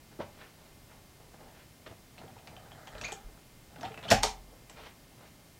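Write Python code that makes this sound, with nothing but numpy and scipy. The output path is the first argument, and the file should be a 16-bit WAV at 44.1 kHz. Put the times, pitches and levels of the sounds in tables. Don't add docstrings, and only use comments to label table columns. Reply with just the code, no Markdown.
import sys
import numpy as np
from scipy import signal
from scipy.fft import rfft, irfft
from scipy.io import wavfile
from scipy.ndimage import uniform_filter1d

SR = 44100
rng = np.random.default_rng(int(sys.argv[2]) if len(sys.argv) > 2 else 0)


def file_out(sig):
    cols = np.atleast_2d(sig).T
    lim = np.clip(cols, -1, 1)
    pcm = np.round(lim * 32767).astype(np.int16)
    wavfile.write(sys.argv[1], SR, pcm)


def gain_from_decibels(decibels):
    exponent = np.asarray(decibels, float) / 20
    return 10 ** exponent


N = 246519

# frequency in Hz, density in dB per Hz.
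AIR_COLOUR = [(12, -51), (20, -4.5), (96, -6.5), (120, -4.5), (150, -11), (222, -9.5), (367, -13.5),
              (527, -18.5), (574, -15), (642, -16.5), (1290, -23), (2080, -25), (2260, -24.5),
              (5230, -26.5), (16000, -31)]
# frequency in Hz, level in dB rms.
MOTOR_LINES = [(150.7, -67.5), (1803, -80.5), (2099, -76), (2401, -84), (3095, -81), (4199, -85.5),
               (4802, -81), (5399, -82)]
# octave centre in Hz, t60 in seconds.
ROOM_T60 = [(60, 0.42), (250, 0.42), (800, 0.34), (2500, 0.24), (6000, 0.18), (14000, 0.1)]
# frequency in Hz, level in dB.
ROOM_TILT_DB = [(20, -7.5), (400, -5.5), (1000, -6.5), (1800, -1), (21000, 1)]
AIR_DB, ROOM_DB = -57, -6.5

# strongest drag in seconds, level in dB, rise in seconds,
# fall in seconds, fibre hiss in relative dB.
SOLE_DRAGS = [(.12, -58.5, .03, 0.1, -4), (.204, -39, 0.024, 0.082, -12), (.425, -51, 0.14, 0.12, 0),
              (.622, -59.5, .16, 0.27, -4.5), (.92, -56.5, .07, 0.18, -3.5), (1.2, -58.5, 0.035, 0.34, -12),
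              (1.34, -64, .03, 0.28, -6), (1.41, -55.5, .15, .15, -10), (1.48, -55, .15, 0.18, -10),
              (1.626, -60.5, 0.29, 0.021, 2.5), (1.864, -51, 0.014, 0.11, -3.5),
              (4.548, -57.5, .25, 0.13, -27), (4.7, -53.5, .01, 0.12, -5), (4.79, -50, .07, 0.15, -2),
              (4.865, -54, .2, .09, 4.5), (5.262, -64, .08, .07, 6), (5.232, -55, 0.19, 0.078, -6)]
# start in seconds, thud peak in dB, slap in relative dB, contact in ms.
FOOTFALLS = [
    (0.19, -37, -20, 3.4),
    (0.2, -31, -11.5, 4.6),
    (0.212, -43, 2, 2.1),
    (1.342, -43.5, -11, 0.93),
    (1.479, -49, -8, 2.5),
    (1.862, -40, -1.5, 2.7),
    (1.875, -53, 9.5, 1.5),
    (1.91, -44.5, -10, 3.4),
    (1.924, -43, -13, 1.2),
    (2.24, -45, -15, 1.8),
]
# frequency in Hz, density in dB per Hz.
THUD_COLOUR = [(40, -3), (90, -2), (300, 0.5), (600, 3.5), (1000, -7.5), (1500, -11), (2500, -39)]
# frequency in Hz, density in dB per Hz.
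FIBRE_COLOUR = [(900, -11), (1500, 0.5), (2500, -4), (4000, -8), (6000, -19), (7500, -32)]
# start in seconds, peak in dB, frequency in Hz, t60 in seconds.
FLEXES = [(.19, -28.5, 334, 0.049), (.195, -42.5, 96.5, 0.3), (1.905, -39, 104, 0.092),
          (1.341, -41, 810, 0.024), (2.24, -46.5, 111, 0.41), (2.275, -49, 770, .15),
          (2.364, -41, 896, .03), (2.93, -44.5, 45.3, 0.37), (3.02, -48, 45, 0.51),
          (3.243, -30.5, 36, 0.17), (3.318, -43, 45, 0.19), (3.762, -42.5, 830, 0.049),
          (3.785, -45, 255, .15), (3.845, -36, 780, 0.16), (4.03, -42, 1000, .07), (3.833, -32, 910, 0.09),
          (3.905, -38, 440, 0.08), (4.051, -35, 677, .09), (4.114, -16, 557.4, 0.14),
          (4.115, -22.5, 455, 0.12), (4.262, -36, 960, .2), (4.242, -27, 781, 0.13),
          (4.236, -34.5, 429.7, .2), (4.115, -25, 112, 0.18), (4.127, -24, 203, 0.11),
          (4.236, -28, 558, .11), (4.1285, -38, 28, 0.54), (4.135, -35, 43.3, 1.17),
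          (4.128, -38, 72.7, 0.59)]
DROP_DB = 30
FLOOR_BOOM_DB, FLOOR_SLOWER = -9, 1.7

# strongest rub in seconds, level in dB, rise in seconds,
# fall in seconds, rasp in relative dB.
HANDLE_RUBS = [(2.192, -49, 0.047, .45, -9), (2.366, -61, 0.016, 0.44, -15), (2.478, -51.5, 0.036, .6, -16),
               (2.7, -54.5, 1, 1.2, -7), (2.97, -54, .8, .3, 1), (3.022, -45.5, .05, .09, -14),
               (3.11, -51.5, 0.63, 0.21, 3.5), (3.38, -61.5, 0.41, 0.017, -14),
               (3.794, -54, 0.25, 0.36, -10), (3.852, -40.5, 0.15, .17, -5.5),
               (3.978, -43.5, .015, 0.071, -5), (4.064, -57.5, 0.14, .1, -22), (4.1, -39, 0.11, .025, -4)]
# frequency in Hz, density in dB per Hz.
RUSTLE_COLOUR = [(250, -1.5), (400, -3.5), (750, 2), (950, -4), (1300, -19), (1700, -40)]
# frequency in Hz, density in dB per Hz.
RASP_COLOUR = [(900, -29), (1250, 5), (1900, 2), (2500, -18), (4000, -7.5), (6000, -25), (8000, -13)]
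# start in seconds, peak in dB, ring in Hz, door in relative dB.
DRY_TICKS = [(2.18, -40, 2740, -15), (2.3664, -44, 1000, -6), (2.4728, -35.5, 3610, -13),
             (2.8719, -39.5, 3030, -3.5), (2.9507, -40.5, 2420, 0.5), (2.9808, -40, 3900, -12),
             (3.0129, -31, 3080, -13), (3.019, -39, 6500, -7.5), (3.038, -30.5, 3900, -18),
             (3.0874, -41, 2520, -1), (3.083, -38, 6500, -12), (3.121, -33.5, 3200, -9),
             (3.2844, -54, 1300, 3), (3.3444, -63, 1300, -4), (3.3744, -53.5, 1280, -3),
             (3.7589, -43, 2640, -1), (3.8098, -41, 3500, -8), (3.81, -44, 5100, -14),
             (3.831, -39, 5200, -24), (3.8444, -37, 2920, -22), (3.8312, -35, 2020, -8),
             (3.918, -43, 2980, -1), (3.9419, -39, 2880, -8), (3.9752, -35, 2720, -7),
             (4.0277, -40, 3600, -3), (4.1122, -13, 2370, -32), (4.6955, -43.5, 3240, -6)]
# start in seconds, peak in dB, ring in Hz, door in relative dB.
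FREE_TICKS = [
    (2.2194, -50, 1100, -6),
    (2.2794, -50.5, 3140, -1.5),
    (2.5653, -43, 3220, -9),
    (2.6344, -56, 1250, -1),
    (2.7175, -44, 3270, -1),
    (2.8784, -43.5, 3450, -4),
    (3.7844, -53, 3320, -5),
    (3.1198, -33, 7500, -5),
    (3.126, -34, 6900, -5.5),
    (4.0514, -44, 2855, 0),
]
# start in seconds, peak in dB, ring in Hz, contact in ms.
LOOSE_PARTS = [(2.185, -48, 4050, 9), (2.386, -52, 3080, 6.8), (2.477, -45, 2310, 7.2),
               (3.045, -37, 4200, 10), (3.065, -44, 4540, 17), (3.083, -44, 2420, 6.4),
               (3.135, -47, 7500, 12), (3.85, -37.5, 3300, 11), (4.037, -40, 3550, 15),
               (4.081, -40, 4360, 19), (4.697, -44, 7440, 5.4)]
# time in seconds, slip rate in Hz, level in dB.
SQUEAK_CURVES = [
    [(3.039, 2084, -50), (3.046, 2168, -34), (3.053, 2465, -33), (3.0545, 2500, -56)],
    [(3.057, 2480, -48), (3.061, 2450, -33), (3.067, 2420, -41), (3.082, 2350, -66)],
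    [(4.074, 2110, -65), (4.078, 2270, -47), (4.083, 2970, -42), (4.091, 3200, -32), (4.097, 3220, -42),
     (4.105, 3250, -70)],
]
SQUEAK_BITE = [
    -3,
    -15,
    -12,
]
# multiple of slip rate, level in dB.
SLIP_OVERTONES = [(1.9, -22), (2.85, -10.5)]
PANEL_BOOM_DB, PANEL_SLOWER = -2, 1.32
TICK_MS, TICK_RING_DB, PING_MS, PING_RING_DB = 3, -17, 2, -6
RATTLE_DOOR_DB, RATTLE_RING_DB = -6, -9

# start in seconds, peak in dB, start in Hz, climb in Hz per s, length in seconds.
LEAF_SPRINGS = [
    (2.232, -45, 230, 12000, .05),
    (3.827, -28, 670, 3000, .05),
    (3.912, -43, 760, 1200, .05),
    (4.112, -8, 630, 3700, .05),
    (4.158, -21, 710, 5400, .034),
]
SPRING_RISE_S, SPRING_FADE_DB = .012, 25
LONE_MODE_ECHO = .4
# start in seconds, peak in dB, ring in Hz, contact in ms.
LETTING_GO = [(2.3138, -52, 2500, 1), (2.38, -52, 2600, 1), (2.477, -50, 7000, 1), (2.684, -52, 2200, .8),
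              (2.712, -53, 2500, 1), (2.872, -48, 6700, 1.2), (2.879, -50, 7400, 1.2),
              (2.985, -50, 6500, 1.5), (3.0128, -32, 5300, 1.5), (3.815, -45, 6200, 1.5),
              (4.0351, -41, 2900, 4), (3.836, -42, 1950, 8), (4.086, -44, 6200, 8), (3.03, -44, 1300, 10),
              (3.052, -42, 4300, 8), (4.255, -36, 1300, 25), (4.2385, -20, 4500, 2), (4.23, -32, 3000, 1.5),
              (4.7718, -48, 2400, 2), (4.784, -46, 800, 2), (4.792, -46, 1100, 2), (4.803, -47, 900, 2),
              (4.813, -47, 1200, 2), (4.8345, -41, 1000, 2), (4.836, -47, 2800, 1.5)]
SNAP_DOOR_DB, SNAP_RING_DB = -14, -16
# start in seconds, peak in dB, frequency in Hz, t60 in seconds.
SMALL_PARTS = [(2.878, -51, 3270, .1), (2.728, -52, 3270, .05), (3.043, -42, 6600, .05),
               (3.049, -38, 6380, .05), (3.059, -44, 6600, .05), (3.083, -47, 6300, .05),
               (3.072, -47, 2420, .04), (3.088, -47, 2400, .03), (3.135, -42, 790, .1),
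               (4.118, -29, 1450, .14), (4.113, -28, 1830, .1), (4.125, -28, 1550, .12),
               (4.12, -32, 1717, .18), (4.116, -28, 860, .1), (4.234, -32, 1270, .06),
               (4.2345, -22, 904, .07), (3.866, -40, 800, .1), (3.762, -45, 1500, .04),
               (4.245, -36, 1190, .08), (4.275, -38, 880, .2)]
CHIME_RISE_S = .0015

# start in seconds, crack in dB, door in dB, panel in dB, rattle in ms.
LATCH_BLOWS = [
    (4.1025, -17, -28, -35, 30),
    (4.1123, -16, -24, -24.5, 5.7),
    (4.117, -11, -22, -22.5, 3.5),
    (4.125, -17.5, -22, -23, 2.7),
    (4.131, -26, -31, -30, 4.4),
    (4.138, -26, -33, -53, 5.2),
    (4.227, -31, -52, -55, 4.8),
    (4.2322, -11.5, -29, -49, 3.4),
    (4.238, -23, -28, -42, 30.5),
    (4.248, -36, -30, -50, 8.6),
]
# frequency in Hz, density in dB per Hz.
CRACK_COLOUR = [(710, -25), (1200, -6), (1470, -6), (2300, -13), (2800, -9), (4200, -7), (6440, -10.5),
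                (15500, -31)]
# frequency in Hz, density in dB per Hz.
STRIKE_COLOUR = [(710, -14), (1200, -8), (2000, -8), (2700, -12), (4100, -4), (6500, -9), (8500, -11),
                 (15500, -36)]
# frequency in Hz, density in dB per Hz.
HOLLOW_COLOUR = [(330, -23), (450, -3), (750, 13), (920, -9.5), (1150, 0), (1600, -23)]
# frequency in Hz, level in dB, t60 in seconds.
DOOR_MODES = [(430, -7, .09), (464, -6, .09), (510, -9, .06), (556, -2, .07), (640, -3, .06),
              (711, -1, .07), (781, 0, .09), (850, -5, .06), (890, -4, .06), (1020, -11, .06),
              (1168, -12, .05), (1545, -16, .04)]
# frequency in Hz, level in dB, t60 in seconds.
PANEL_MODES = [(98, -2, .17), (113, -3, .14), (135, -6, .09), (171, -4, .1), (203, 0, .11), (225, -3, .09),
               (255, -4, .09)]
BOLT_S = 4.2
CEILING, TOP_HZ = 0.55, 15750


def shaped(x, points):
    hz, db = np.transpose(points)
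    log_hz = np.log(np.arange(len(x) // 2 + 1) * SR / len(x) + 1)
    gain_db = np.interp(log_hz, np.log(hz), db, left=-90, right=-90)
    return irfft(rfft(x) * gain_from_decibels(gain_db), len(x))


def response(points):
    hz, db = np.transpose(points)
    log_hz = np.log(np.arange(1025) * SR / 2048 + 1)
    gain_db = np.interp(log_hz, np.log(hz), db, left=db[0] - 25, right=db[-1] - 20)
    cepstrum = irfft(np.log(gain_from_decibels(gain_db)))
    cepstrum[1:1024] *= 2
    cepstrum[1025:] = 0
    return irfft(np.exp(rfft(cepstrum)))


def unit(x):
    return x / np.sqrt(np.mean(x ** 2))


def peak(x):
    return x / np.abs(x).max()


def struck(contact, body):
    return peak(signal.fftconvolve(contact, body))


def add(out, s, x):
    i = int(s * SR)
    out[i:i + len(x)] += x[:N - i]


def burst(ms):
    t = np.arange(4096) / SR
    return rng.standard_normal(4096) * np.exp(-t * 1000 / ms) * np.minimum(t / 0.00052, 1)


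def grit(spread_db, rate_hz):
    hold = int(SR / rate_hz)
    snags = gain_from_decibels(spread_db * np.minimum(rng.standard_exponential(N // hold + 1), 2.2))
    return uniform_filter1d(np.repeat(snags, hold)[:N], hold) * rng.standard_normal(N)


def friction(rows, low, mid, high, low_db, slower):
    t = np.arange(0, N + 32, 32) / SR
    power = np.zeros((3, len(t)))
    for s, db, rise_s, fall_s, high_db in rows:
        away_db = DROP_DB * np.maximum((s - t) / max(rise_s, .003), (t - s) / max(fall_s, .003))
        levels_db = [db + low_db - away_db / slower, db - away_db, db + high_db - away_db]
        power += gain_from_decibels(levels_db) ** 2
    out = np.zeros(N)
    for band_power, texture in zip(power, (low, mid, high)):
        out += np.interp(np.arange(N) / SR, t, np.sqrt(band_power)) * unit(texture)
    return out


def lone_mode(db, hz, t60_s, rise_s, seconds):
    t = np.arange(int(seconds * SR)) / SR
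    return gain_from_decibels(db - 60 * t / t60_s) * np.minimum(t / rise_s, 1) * np.sin(2 * np.pi * hz * t)


def ring(modes, scatter_db, seconds=.3):
    t = np.arange(int(seconds * SR)) / SR
    hz, db, t60_s = np.transpose(modes)[:, :, None]
    db = db + scatter_db * rng.standard_normal(hz.shape)
    hz = hz * (1 + .015 * rng.standard_normal(hz.shape))
    start_rad = .25 * scatter_db * rng.standard_normal(hz.shape)
    rise = np.minimum(t * hz, 1)
    waves = rise * gain_from_decibels(db - 60 * t / t60_s) * np.sin(2 * np.pi * hz * t + start_rad)
    return peak(np.sum(waves, axis=0))


def tick(out, s, db, hz, door_db, ring_db, ms):
    contact = burst(max(ms, .5))
    colour = [(500, -22), (.5 * hz, -5), (hz, 0), (1.17 * hz, -7), (1.6 * hz, -16), (16000, -42)]
    metal = [(hz, 0, .025), (1.06 * hz, -4, .02)]
    add(out, s, gain_from_decibels(db) * struck(contact, response(colour)))
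    add(out, s, gain_from_decibels(db + ring_db) * struck(contact, ring(metal, 0)))
    add(out, s, gain_from_decibels(db + door_db) * struck(contact, ring(DOOR_MODES, 4.5)))


def air():
    t = np.arange(N) / SR
    out = gain_from_decibels(AIR_DB) * unit(shaped(rng.standard_normal(N), AIR_COLOUR))
    for hz, db in MOTOR_LINES:
        wander = unit(uniform_filter1d(rng.standard_normal(N), 2000))
        drift_cycles = np.cumsum(wander) * 13 / SR
        out += gain_from_decibels(db) * np.sqrt(2) * np.sin(2 * np.pi * (hz * t + drift_cycles))
    return out


def room():
    t = np.arange(SR // 2) / SR
    tail = np.zeros(len(t))
    for hz, t60_s in ROOM_T60:
        octave = shaped(rng.standard_normal(len(t)), [(hz / 4, -25), (hz, 0), (hz * 3, -25)])
        tail += gain_from_decibels(-60 * t / t60_s) * unit(octave) * np.sqrt(hz)
    power = np.abs(rfft(tail)) ** 2
    even = np.sqrt(uniform_filter1d(power, size=300) / uniform_filter1d(power, size=30))
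    tail = shaped(irfft(rfft(tail) * even, len(t)), ROOM_TILT_DB)
    tail *= np.clip(t / 0.0023 - 1, 0, 1) * np.clip(10 * (t[-1] - t), 0, 1) ** 2
    return gain_from_decibels(ROOM_DB) * tail / np.sqrt(np.sum(tail ** 2))


def shoes():
    pile = grit(3.2, 150)
    boom = shaped(grit(1.5, 53), [(50, -37), (90, 0.5), (260, 6.0), (380, -22)])
    scuff = shaped(pile, [(220, -19), (350, -0.5), (800, 0), (1200, -12), (1600, -17.5)])
    hiss = shaped(pile, FIBRE_COLOUR)
    out = gain_from_decibels(-1.5) * friction(SOLE_DRAGS, boom, scuff, hiss, FLOOR_BOOM_DB, FLOOR_SLOWER)
    for s, db, slap_db, ms in FOOTFALLS:
        contact = burst(4 * ms)
        thud = struck(contact, response(THUD_COLOUR))
        slap = struck(contact, response(FIBRE_COLOUR))
        add(out, s, gain_from_decibels(db) * (thud + gain_from_decibels(slap_db) * slap))
    return out


def sway():
    out = np.zeros(N)
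    for s, db, hz, t60_s in FLEXES:
        add(out, s, lone_mode(db, hz, t60_s, 1 / min(hz, 150), 1))
    return out


def squeak(rows, bite_db):
    s, hz, db = np.transpose(rows)
    t = s[0] + np.arange(4096) / SR
    wobble = 1 + .045 * unit(uniform_filter1d(rng.standard_normal(4096), 40))
    phase = 2 * np.pi * np.cumsum(np.interp(t, s, hz) * wobble) / SR
    overtones = sum(gain_from_decibels(d) * np.sin(k * phase) for k, d in SLIP_OVERTONES)
    return gain_from_decibels(np.interp(t, s, db, right=-120)) * (np.sin(phase) + gain_from_decibels(bite_db) * overtones)


def handle():
    slips = grit(4.0, 200)
    boom = shaped(grit(1.7, 50), [(60, -8), (100, 4), (230, -1.5), (330, -18)])
    rustle, rasp = shaped(slips, RUSTLE_COLOUR), shaped(slips, RASP_COLOUR)
    out = gain_from_decibels(-4.5) * friction(HANDLE_RUBS, boom, rustle, rasp, PANEL_BOOM_DB, PANEL_SLOWER)
    for s, db, hz, door_db in DRY_TICKS:
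        tick(out, s, db, hz, door_db, TICK_RING_DB, TICK_MS)
    for s, db, hz, door_db in FREE_TICKS:
        tick(out, s, db, hz, door_db, PING_RING_DB, PING_MS)
    for s, db, hz, ms in LOOSE_PARTS:
        tick(out, s, db, hz, RATTLE_DOOR_DB, RATTLE_RING_DB, ms)
    for rows, bite_db in zip(SQUEAK_CURVES, SQUEAK_BITE):
        add(out, rows[0][0], squeak(rows, bite_db))
    return out


def spring():
    out, t = np.zeros(N), np.arange(SR // 4) / SR
    for s, db, hz, climb, length_s in LEAF_SPRINGS:
        edges = np.clip(np.minimum(t / SPRING_RISE_S, (length_s - t) / .006), 0, 1)
        tone = np.sin(2 * np.pi * (hz * t + .5 * climb * t ** 2))
        add(out, s, edges * gain_from_decibels(db - SPRING_FADE_DB * t / length_s) * tone)
    return out


def snaps():
    out = np.zeros(N)
    for s, db, hz, ms in LETTING_GO:
        tick(out, s, db, hz, SNAP_DOOR_DB, SNAP_RING_DB, ms)
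    return out


def chimes():
    out = np.zeros(N)
    for s, db, hz, t60_s in SMALL_PARTS:
        add(out, s, lone_mode(db, hz, t60_s, CHIME_RISE_S, .25))
    return out


def latch():
    out = np.zeros(N)
    for s, crack_db, door_db, panel_db, ms in LATCH_BLOWS:
        colour = CRACK_COLOUR if s < BOLT_S else STRIKE_COLOUR
        add(out, s, gain_from_decibels(crack_db) * struck(burst(ms), response(colour)))
        add(out, s, gain_from_decibels(door_db) * ring(DOOR_MODES, 3))
        add(out, s, gain_from_decibels(door_db - 5) * struck(burst(9.2), response(HOLLOW_COLOUR)))
        add(out, s, gain_from_decibels(panel_db) * ring(PANEL_MODES, 0))
    return out


def scene():
    bed, echo = air(), room()
    near = gain_from_decibels(-0.5) * (shoes() + handle() + latch()) + snaps()
    lone = sway() + spring() + chimes()
    wet = signal.fftconvolve(near + LONE_MODE_ECHO * lone, echo)[:N]
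    return (near + lone + wet + bed)[None]


def band_limit(x):
    return signal.sosfilt(signal.butter(12, 16210, fs=SR, output="sos"), x)


def record(dry):
    rounded = CEILING * np.tanh(dry / CEILING)
    top_cut = signal.ellip(8, .2, 70, TOP_HZ, fs=SR, output="sos")
    mix = signal.sosfilt(top_cut, rounded)
    return band_limit(mix)


dry = scene()
out = record(dry)
file_out(out)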